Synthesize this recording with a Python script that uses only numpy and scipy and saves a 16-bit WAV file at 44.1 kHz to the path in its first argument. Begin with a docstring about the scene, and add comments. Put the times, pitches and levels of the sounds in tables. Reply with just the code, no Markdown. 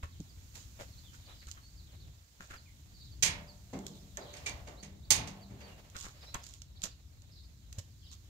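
"""A walled farmyard pen, stereo microphone beside a sheet-steel gate that stands close on the right.
First, feet and hooves scuff gritty ground and snap straw; farther off, sparrows chirp between stone walls.
At 3.2 s the latch clacks hard, steel on steel, and the sheet booms; the hinge groans, the gate rattles,
and at 5.1 s the latch clacks again, harder. From about 6 s the steps and snapping straw come forward again.
Under it all lie a low outdoor rumble, the rustle of animals in straw and a faint hiss."""
import sys
import numpy as np
from scipy import signal
from scipy.fft import rfft, irfft, next_fast_len
from scipy.io import wavfile
from scipy.ndimage import map_coordinates

SR = 44100
rng = np.random.default_rng(int(sys.argv[2]) if len(sys.argv) > 2 else 0)


def to_wav(s):
    """Save 16-bit WAV."""
    ch = np.atleast_2d(s).T  # columns
    pcm = np.round(np.clip(ch, -1, 1) * 32767)  # PCM
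    wavfile.write(sys.argv[1], SR, pcm.astype(np.int16))


N = 365871

# blows on the gate, close by: t/s, latch level/dB, sheet level/dB, sheet centre f/Hz
GATE_BLOWS = [(3.224, -21.5, -57, 700), (3.228, -21.5, -45.5, 710), (3.258, -26.5, -49.5, 150),
              (3.728, -49, -42.5, 280), (4.17, -50, -45.5, 544), (4.33, -48, -61, 900),
              (4.362, -46, -70, 900), (4.459, -33, -47.5, 690), (4.668, -48.5, -50.5, 555),
              (4.825, -45.5, -52.5, 200), (5.104, -15.5, -39, 873), (5.16, -41, -42.5, 158),
              (5.271, -43.5, -63, 295), (5.498, -59.5, -49, 190.5), (5.603, -51.5, -57.5, 500)]
# a harder blow is mostly brighter and more sudden: latch level/dB, tilt/(dB per octave), rise/s
HARDNESS = [(-51, -7.5, 0.0097), (-44.5, -2, 0.0065), (-25.5, -4, 0.0045), (-23.5, -0.5, .0015),
            (-15.5, 1.94, 0.0035)]
# strongest modes of the latch and frame: f/Hz, level/dB, t60/s
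LATCH_MODES = [(1517, -12, .35), (2090, -12, 0.35), (2225, -10, .28), (2315, -6, .22), (2770, -6, .3),
               (3275, -7.5, 0.31), (3690, -8, .26), (4390, -7, 0.21), (4500, -3, 0.25), (5350, -13, 0.3),
               (5617, -1.5, .18), (6207, -1, .22), (6362, 12, .09), (6520, 1, .17), (7070, -3, .14),
               (7420, 3, .17), (8200, 2.5, .13), (9970, -8, .12), (14340, -20.5, 0.23)]
# spectrum of the latch's clack: f/Hz, level/dB
CLACK_SPECTRUM = [(400, -24), (900, -22), (1350, -23), (2000, -5.5), (3000, -7), (4500, -4), (5600, -4.5),
                  (6500, 3), (7500, -3.5), (9000, -11), (10200, -11.5), (12000, -18.5), (15500, -24.5)]
# ring time of the latch's weak modes: f/Hz, t60/s
CLACK_DECAY = [(700, 0.74), (2000, 0.4), (4500, 0.31), (7000, 0.2), (13000, 0.22)]
# strongest modes of the sheet: f/Hz, level/dB, t60/s
SHEET_MODES = [(113, 5.5, 1.1), (152.2, 3, 1.5), (191, 2.5, 1.83), (222.6, -2, 0.9), (269.4, -0.5, 0.94),
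               (395, -5.5, 0.9), (475, -6.5, .9), (589, 0.5, 0.98), (664, -8.5, 1.5), (727, -6.5, 1.2),
               (816, -9, .6), (871, 1, 0.59), (1074, -3.5, 0.66), (1154, -3.5, 0.55)]
# ring time of the sheet's weak modes: f/Hz, t60/s
SHEET_DECAY = [(100, 0.61), (250, 1), (700, 0.86), (2500, 0.5)]
# spots of the frame that ring out under some blows: t/s, level/dB, f/Hz, t60/s
FRAME_PINGS = [(3.229, -38, 2340, .14), (4.172, -33, 1790, 0.045), (4.461, -28.5, 2320, 0.18),
               (5.105, -29.5, 4420, .18), (5.106, -40.5, 875, 0.45)]
# modes of the frame rung by the hinge: f/Hz, level/dB, t60/s
HINGE_MODES = [(272, 2.5, 0.1), (382, -7.5, .25), (517, 0, 0.081), (722, -7, .2), (791, 0, 0.062),
               (978, -11, 0.083), (2120, -10, 0.052)]

# hooves set down, out in the pen: t/s, length/s, level/dB, hollow f/Hz
HOOVES = [(0.028, 0.025, -44, 1130), (0.552, 0.015, -57.5, 890), (0.791, 0.04, -45.5, 550),
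          (1.13, 0.031, -58, 1410), (1.289, 0.06, -62, 1320), (1.415, 0.033, -57.5, 2160),
          (1.467, .03, -58.5, 1330), (1.57, 0.024, -55.5, 1270), (2.398, 0.043, -54, 1390),
          (2.502, 0.026, -48, 1440), (2.531, 0.037, -50, 1400), (5.948, 0.026, -44.5, 1394),
          (6.032, 0.057, -51.5, 1092), (6.341, 0.026, -40, 1012), (6.834, 0.042, -49, 603),
          (7.781, 0.021, -54, 563)]
# feet dragged over grit: t/s, length/s, level/dB
SCRAPES = [(0.534, 0.11, -55), (0.791, 0.053, -57.5), (1.129, .05, -61), (1.471, .069, -56.5),
           (2.393, 0.15, -62.5), (3.949, 0.039, -61), (5.962, 0.12, -47), (6.416, 0.15, -55.5),
           (6.826, 0.039, -39.5), (7.782, 0.016, -42), (8.11, 0.04, -53)]
# straw snapping: t/s, level/dB
STRAW_SNAPS = [(0.203, -49), (.555, -40.5), (1.47, -47), (1.514, -38), (3.79, -44), (3.866, -32),
               (3.882, -47), (4.172, -33.5), (5.9, -49.5), (5.965, -36), (6.344, -32.5), (6.44, -45),
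               (6.466, -43.5), (6.538, -43), (6.619, -41.5), (6.819, -36), (6.838, -26.5), (7.22, -54.5),
               (7.727, -37.5)]
# low thuds: weight landing on the ground, and the gate post thumping under the blows near 3.2 s and 5.1 s: t/s,
# level/dB, f/Hz
THUDS = [(0.034, -31.5, 77), (.2, -32.5, 163), (0.207, -36, 276), (1.47, -40, 70.5), (2.402, -45.5, 180),
         (3.233, -35, 140), (3.29, -31, 92.5), (5.112, -32, 115), (6.838, -42.5, 187), (7.783, -30.5, 93.5)]
# bright spectrum of loose grit: f/Hz, level/dB
GRIT_SPECTRUM = [(880, -54), (1500, -21), (2800, -3), (3540, -0.5), (3870, 0.5), (4660, -0.5), (6070, 2.5),
                 (6890, 7.5), (10300, -17.5), (13700, -9.5), (15500, -33)]
# dull spectrum of packed earth: f/Hz, level/dB
EARTH_SPECTRUM = [(60, 18), (200, 6), (550, -2.5), (900, -14), (1400, 6.5), (2400, 1.5), (4000, -6),
                  (9000, -51.5)]

# notes of the nearest sparrows: t/s, length/s, crest f/Hz, end f/Hz, level/dB
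CHIRPS = [(.107, 0.037, 4500, 3700, -64), (0.285, .04, 5000, 4200, -60), (.915, .035, 4700, 4000, -64),
          (0.975, 0.022, 4100, 4750, -52), (1.029, 0.078, 3670, 2990, -57), (1.25, 0.032, 5000, 4000, -57),
          (1.29, .055, 3880, 4070, -56.5), (1.387, 0.048, 4950, 3950, -54.5),
          (1.61, 0.088, 4330, 4530, -58.5), (1.772, .04, 4770, 3780, -57), (2.0, 0.037, 4480, 3660, -57),
          (2.558, 0.042, 5000, 3900, -54), (2.656, 0.041, 2480, 2080, -59.5),
          (2.936, 0.064, 4720, 4030, -60), (2.993, 0.048, 4760, 4500, -56),
          (3.108, .035, 4900, 4200, -56.5), (3.471, 0.044, 5020, 4190, -53),
          (4.205, 0.032, 5100, 4000, -53), (4.77, 0.042, 3900, 4570, -53),
          (5.027, 0.033, 3880, 4755, -57.5), (5.407, 0.05, 4770, 3740, -57.5),
          (5.608, 0.061, 4800, 4410, -56), (5.685, 0.058, 2893, 2710, -60), (6.208, 0.037, 5130, 3880, -53),
          (6.264, 0.044, 3940, 4120, -51), (6.413, .04, 5200, 4670, -56), (6.758, 0.037, 4520, 3920, -60),
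          (6.905, 0.024, 5000, 3860, -56), (7.313, 0.027, 5200, 4150, -57.5),
          (7.431, 0.025, 5250, 4300, -56.5), (8.048, .03, 5000, 3900, -62)]
# swells in the far flock's chatter: t/s, half length/s, level/dB
FLOCK_SWELLS = [(.2, .12, -70), (.92, .09, -65.5), (1.33, 0.15, -63), (1.9, 0.24, -69.5),
                (3.03, 0.085, -59.5), (3.95, .1, -63.5), (4.3, 0.12, -59), (6.27, 0.1, -60),
                (6.78, 0.025, -65), (7.39, 0.063, -60.5), (8.09, 0.074, -60)]
# echo time of the stone walls: f/Hz, t60/s
WALL_DECAY = [(200, 0.13), (3000, 0.32), (10000, 0.14)]

# spectrum of animals shifting in straw: f/Hz, level/dB
RUSTLE_SPECTRUM = [(100, -4), (300, -5), (600, 3), (1400, -4), (2500, -3), (4000, -7), (9000, -21)]
# swells of the rustle as they stir: t/s, half length/s, level/dB
STIRS = [(.58, 0.057, -63.5), (.84, 0.11, -67.5), (1.303, 0.074, -65.5), (1.925, 0.21, -73),
         (2.502, 0.13, -66.5), (4.455, 0.22, -60), (5.28, .12, -56), (5.65, 0.27, -64.5),
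         (6.304, 0.19, -63.5)]
# spectrum of the outdoor rumble: f/Hz, level/dB
RUMBLE_SPECTRUM = [(15, -32), (30, -14), (58, 3.5), (88, -1), (130, -6.5), (200, -17.5), (300, -21.5),
                   (500, -36.5), (1200, -50.5), (4000, -81)]
# rise and fall of the rumble: t/s, level/dB
RUMBLE_LEVEL = [(0, -57), (1.35, -57.5), (1.62, -61.5), (2.08, -53.5), (2.2, -65), (2.36, -69), (2.5, -62),
                (2.9, -58), (3.35, -51), (3.5, -59), (4.35, -59.5), (4.52, -52.5), (4.9, -60.5),
                (5.18, -51), (5.45, -60), (8.3, -58.5)]
# spectrum of the faint hiss: f/Hz, level/dB
HISS_SPECTRUM = [(300, -16.5), (1400, -4.5), (2500, -4.5), (4000, -2), (5500, -1), (7000, 3.5),
                 (8500, -7.5), (10500, -11), (13000, -5.5), (15500, -8)]
# rise and fall of the hiss: t/s, level/dB
HISS_LEVEL = [(0, -69.5), (.6, -64), (1.4, -66.5), (2.1, -69.5), (4.5, -66), (4.95, -71.5), (6.3, -68.5),
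              (6.7, -73), (8.3, -70)]

# likeness of the microphone's two channels: f/Hz, correlation
MIC_LIKENESS = [(30, 1), (70, 0.86), (130, 0.99), (300, 0.84), (640, 0.38), (1400, -0.25), (3000, -0.068),
                (12000, 0.059)]
# balance of the gate at the microphone: f/Hz, left minus right/dB
GATE_BALANCE = [(100, 0.5), (700, 0.5), (1300, -1.5), (2400, -4.5), (4400, -7.5), (7500, -15.5),
                (15000, -9)]
# balance of the steps, flock and echoes: f/Hz, left minus right/dB
YARD_BALANCE = [(100, 4), (1000, -1), (3000, -0.5), (7000, -14), (13000, -6)]
# balance of the ambience: f/Hz, left minus right/dB
AMBIENCE_BALANCE = [(50, 2), (300, 2.5), (2000, 1.5), (6500, -16), (12000, -4)]


def latch(count=420, low_hz=900, high_hz=15400, crash_t60=0.14, chatter_db=4):
    """Steel strikes steel up close: a short, chattering crash; a few strong modes ring among many weak."""
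    out, t = np.zeros((2, N)), np.arange(SR // 2) / SR
    weak_hz = scattered_hz(count, low_hz, high_hz, crowding=1.6)
    weak_modes = ringing(weak_hz, along(CLACK_DECAY, weak_hz), t)
    main_hz, main_db, main_t60 = np.transpose(LATCH_MODES)
    main_modes = ringing(main_hz, main_t60, t)
    for s, db, _, _ in GATE_BLOWS:
        tilt, rise = contact(db)
        wash = strike(weak_modes, amp(along(CLACK_SPECTRUM, weak_hz) + tilt * np.log2(weak_hz)))
        ring = strike(main_modes, amp(main_db + tilt * np.log2(main_hz)))
        chatter = amp(chatter_db * wobble(442, len(t))) * fade(t, crash_t60)
        spectrum = [(hz, level + tilt * np.log2(hz)) for hz, level in CLACK_SPECTRUM]
        crash = chatter * colour(rng.standard_normal((2, len(t))), spectrum)
        add(out, s, amp(db - 5.5) * np.minimum(t / rise, 1) * (wash + amp(1) * ring + amp(2) * crash))
    return out


def sheet(count=240, low_hz=75, high_hz=2400, split_hz=4.5, main_boost_db=7, skirt_db=6):
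    """The gate's sheet booms in many close, long modes; each blow favours those around its own centre."""
    out, t = np.zeros((2, N)), np.arange(SR * 5 // 4) / SR
    weak_hz = scattered_hz(count, low_hz, high_hz, crowding=1.3)
    main_hz, main_db, main_t60 = np.transpose(SHEET_MODES * 3)  # clusters of three that beat
    main_hz = main_hz + split_hz * rng.standard_normal(len(main_hz))
    hz = np.r_[main_hz, weak_hz]
    level = np.r_[main_db + main_boost_db, np.zeros(count)]
    modes = ringing(hz, np.r_[main_t60, along(SHEET_DECAY, weak_hz)], t)
    for s, latch_db, db, centre_hz in GATE_BLOWS:
        _, rise = contact(latch_db)
        weight = amp(level - skirt_db * np.abs(np.log2(hz / centre_hz)) ** 1.02)
        add(out, s, amp(db) * np.minimum(t / rise, 1) * strike(modes, weight))
    return out


def contact(db):
    """The strength of a blow sets its spectral tilt and rise time."""
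    strengths, tilts, rises = np.transpose(HARDNESS)
    return np.interp(db, strengths, tilts), np.interp(db, strengths, rises)


def frame_pings(count=4, spread=0.013, rise_s=0.002):
    """A tight group of modes rings at the struck spot of the frame."""
    out, t = np.zeros((2, N)), np.arange(SR // 2) / SR
    for s, db, hz, t60 in FRAME_PINGS:
        modes = ringing(hz * (1 + spread * np.linspace(-1, 1, count)), np.full(count, t60), t)
        add(out, s, amp(db) * np.minimum(t / rise_s, 1) * strike(modes, np.ones(count)) / 2)
    return out


def hinge(start_s=3.731, length_s=0.08, level_db=-48, slip_hz=263.2, jitter=0.16):
    """The hinge sticks and slips in a short, uneven run; every slip rings the frame."""
    out, slips, t = np.zeros(N), np.zeros(SR // 2), np.arange(SR // 2) / SR
    count = round(length_s * slip_hz)
    for k, (late, size) in enumerate(rng.standard_normal((count, 2))):
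        slips[round(abs(k + jitter * late) / slip_hz * SR)] = amp(2 * size) * np.sqrt(1 - k / count)
    frame = sum(amp(db) * np.sin(2 * np.pi * hz * t) * fade(t, t60) for hz, db, t60 in HINGE_MODES)
    groan = signal.fftconvolve(slips, frame)[:len(t)]
    add(out, start_s, amp(level_db) * groan / groan[t < length_s].std())
    return out


def footsteps(grains_per_s=650, grain_t60=0.003, snap_t60=0.015, knock_t60=0.013, roll_db_per_s=258):
    """Scuffs are showers of tiny grains, straw snaps single big ones: bright in grit, dull in earth."""
    grit, earth, clop, t = np.zeros(N), np.zeros(N), np.zeros((2, N)), np.arange(SR // 3) / SR
    for s, length, grit_db, earth_db, hollow_hz in footfalls():
        hits = rng.random(len(t)) < grains_per_s / SR
        sizes = amp(4 * np.minimum(rng.exponential(size=len(t)), 3))
        grains = unit(signal.fftconvolve(hits * sizes, fade(t, grain_t60))[:len(t)] + 0.71)
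        stroke = grains * np.minimum(t / (0.23 * length), 1) * np.exp(-(t / length) ** 3)
        add(grit, s, amp(grit_db) * stroke)
        add(earth, s, amp(earth_db - 2) * stroke)
        # the hollow under a sole or hoof rings: a quick tap keeps its pitch, a long scrape smears it
        q = 0.22 / length
        noise = rng.standard_normal((2, len(t)))
        hollow = filtered(noise, lambda hz: 1 / (1 + 1j * q * (hz / hollow_hz - hollow_hz / (hz + 1))))
        add(clop, s, amp(earth_db - 2) * stroke * unit(hollow))
    for s, length, db, _ in HOOVES:  # first contact: a slow step rolls down and taps less
        add(earth, s, amp(db + 4 - roll_db_per_s * length) * fade(t, knock_t60))
    for s, db in STRAW_SNAPS:  # a crack over a weaker, dull knock
        add(grit, s, amp(db) * fade(t, snap_t60))
        add(earth, s, amp(db - 15) * fade(t, knock_t60))
    crunch = colour(grit * rng.standard_normal((2, N)), GRIT_SPECTRUM)
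    knocks = colour(earth * rng.standard_normal((2, N)), EARTH_SPECTRUM)
    return clop + crunch + knocks


def footfalls(scrape_hz=1070):
    """Hooves press mostly earth, scrapes mostly grit: t/s, length/s, grit/dB, earth/dB, hollow f/Hz."""
    hooves = [(s, length, db - 14.5, db, hz) for s, length, db, hz in HOOVES]
    scrapes = [(s, length, db, db - 13.5, scrape_hz) for s, length, db in SCRAPES]
    return hooves + scrapes


def thuds(cycles=9.1, rise_s=0.00062):
    """Weight lands on packed earth, or the gate post thumps under a blow: a few low, damped swings."""
    out, t = np.zeros(N), np.arange(SR // 3) / SR
    attack = 1 - np.exp(-t / rise_s)
    for s, db, hz in THUDS:
        add(out, s, amp(db) * np.sin(2 * np.pi * hz * t) * fade(t, cycles / hz) * attack)
    return out


def near_sparrows():
    """The nearest birds give thin, quick notes, each heard on its own."""
    out = np.zeros(N)
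    for s, length, crest_hz, end_hz, db in CHIRPS:
        add(out, s, amp(db) * chirp(length, crest_hz, end_hz))
    return out


def chirp(length, crest_hz, end_hz, waver=0.05, rasp_db=3):
    """A rasping note flicks up to a crest, then slides to its end pitch; wide slides waver more."""
    size = int(length * SR)
    progress, fall = np.linspace(0, 1, size), crest_hz - end_hz
    start_hz = crest_hz - 0.402 * abs(fall)
    hz = np.interp(progress, [0, rng.uniform(0.15, 0.355), 0.85, 1], [start_hz, crest_hz, end_hz, end_hz])
    hz += waver * fall * wobble(192, size)
    tone = unit(amp(rasp_db * wobble(292, size)) * np.sin(2 * np.pi * np.cumsum(hz) / SR))
    return tone * np.sqrt(np.abs(np.sin(np.pi * progress)) / 2)


def far_flock(notes_per_s=55, note_s=0.032, scatter_octaves=0.2):
    """The falling notes of distant sparrows blur into a chatter between the walls."""
    notes = np.zeros(N)
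    for k in range(round(notes_per_s * N / SR)):
        pitch = 2 ** (scatter_octaves * np.clip(rng.standard_normal(), -2, 2))
        s = (k + rng.random()) / notes_per_s
        add(notes, s, chirp(note_s, crest_hz=pitch * 4700, end_hz=pitch * 3704))
    return amp(swelling(FLOCK_SWELLS, bed_db=-73)) * unit(notes + wall_echo(notes))


def wall_echo(x, rise_s=0.0046):
    """The stone walls scatter a short echo to each side of the microphone."""
    t = np.arange(SR // 2) / SR
    tail = dying_noise(WALL_DECAY, len(t)) * np.minimum(t / rise_s, 1)
    return signal.fftconvolve(np.atleast_2d(x), tail / np.linalg.norm(tail[0]), axes=1)[:, :N]


def ambience(swell_db=2, flutter_db=3.5):
    """The bed of the place: a low rumble, the restless rustle of animals in straw and a faint hiss."""
    restless_db = swell_db * wobble(5, N) + flutter_db * wobble(45, N)
    layers = [(curve(RUMBLE_LEVEL) + 4, RUMBLE_SPECTRUM),
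              (swelling(STIRS, bed_db=-76.5) + 1 + restless_db, RUSTLE_SPECTRUM),
              (curve(HISS_LEVEL) + 3, HISS_SPECTRUM)]
    return sum(amp(db) * colour(rng.standard_normal((2, N)), spectrum) for db, spectrum in layers)


def hum(hz=84, wander_hz=5, swell_db=4.5):
    """A low hum drifts in and out of the rumble."""
    turns = np.cumsum(hz + wander_hz * wobble(5.9, N)) / SR
    return amp(curve(RUMBLE_LEVEL) - 3 + swell_db * wobble(2.7, N)) * np.sin(2 * np.pi * turns)


def microphone(pair, balance):
    """The microphone's two ports hear the bass alike; the left one is shaded in the treble."""
    angle = lambda hz: np.arccos(np.clip(along(MIC_LIKENESS, hz), -1, 1)) / 2
    mid, side = filtered(pair, lambda hz: np.array([np.cos(angle(hz)), np.sin(angle(hz))]))
    shade = lambda hz: np.sqrt(2 / (1 + amp(np.outer([-2, 2], along(balance, hz)))))
    return filtered(np.array([mid + side, mid - side]), shade)


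def scattered_hz(count, low_hz, high_hz, crowding):
    """Random mode frequencies, crowded toward the low end."""
    return low_hz + (high_hz - low_hz) * ((np.arange(count) + rng.random(count)) / count) ** crowding


def ringing(hz, t60, t):
    """One dying sine per mode, each with its own phase."""
    turns = hz[:, None] * t + rng.random((len(hz), 1))
    decay = fade(t.astype(np.float32), t60[:, None].astype(np.float32))
    return decay * np.sin((2 * np.pi * turns).astype(np.float32))


def strike(modes, weight, vary_db=2):
    """One blow, as a pair of signals: every mode gets a fresh sign and strength."""
    shape = (2, len(weight))
    strengths = rng.choice([-1, 1], shape) * amp(vary_db * rng.standard_normal(shape)) * weight
    return (2 * strengths / np.linalg.norm(strengths)).astype(np.float32) @ modes


def dying_noise(decay, size):
    """Two noises in which each frequency dies at its own speed."""
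    hz, t, spectra = signal.stft(rng.standard_normal((2, size)), SR, nperseg=256)
    return signal.istft(spectra * fade(t, along(decay, hz)[:, None]), SR, nperseg=256)[1][:, :size]


def swelling(rows, bed_db):
    """A level in dB: a steady bed with a smooth swell for each row."""
    t = np.arange(N) / SR
    swells = sum(amp(db) * np.exp(-((t - s) / half) ** 2) for s, half, db in rows)
    return 20 * np.log10(np.hypot(amp(bed_db), swells))


def wobble(rate, size):
    """A smooth random curve with rate knots a second."""
    return map_coordinates(rng.standard_normal(int(size * rate / SR) + 4), [np.arange(size) * rate / SR])


def curve(points):
    """One value per sample from (t/s, value) points."""
    return np.interp(np.arange(N) / SR, *np.transpose(points))


def along(points, hz):
    """Read (f/Hz, value) points on a log frequency axis."""
    knots_hz, values = np.transpose(points)
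    return np.interp(np.log(hz + 1), np.log(knots_hz + 1), values)


def colour(x, spectrum):
    """Give white sound a spectrum and keep its power."""
    return filtered(x, lambda hz: unit(amp(along(spectrum, hz))))


def filtered(x, response):
    """Pass x through a frequency response."""
    size = next_fast_len(x.shape[-1] + 8192, True)
    return irfft(rfft(x, size) * response(np.fft.rfftfreq(size, 1 / SR)), size)[..., :x.shape[-1]]


def add(track, s, sound):
    """Mix a sound into a track at time s."""
    part = track[..., max(round(s * SR), 0):][..., :sound.shape[-1]]
    part += sound[..., :part.shape[-1]]


def fade(t, t60):
    """Exponential decay, 60 dB down after t60."""
    return np.exp(-np.log(1000) * t / t60)


def amp(db):
    """Decibels to amplitude."""
    return 10 ** (np.asarray(db) / 20)


def unit(x):
    """Scale to an RMS of one."""
    return x / np.sqrt(np.mean(x ** 2) + 1e-20)


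def scene():
    """The gate is close on the right of the microphone; steps and birds are out in the pen."""
    steps, birds, flock = footsteps(), near_sparrows(), far_flock()
    yard = steps + amp(-11) * wall_echo(steps) + amp(-5.5) * wall_echo(birds) + flock
    birds_right = amp([[-7], [-3]]) * birds
    centre = thuds() + hum() + hinge()
    gate = microphone(latch() + sheet() + frame_pings(), GATE_BALANCE)
    pen = microphone(yard, YARD_BALANCE)
    bed = microphone(ambience(), AMBIENCE_BALANCE)
    return gate + pen + bed + birds_right + centre


def record(dry, top_hz=15700):
    """The recorder keeps nothing above its band limit."""
    return filtered(dry, lambda hz: hz < top_hz)


dry = scene()
out = record(dry)
to_wav(out)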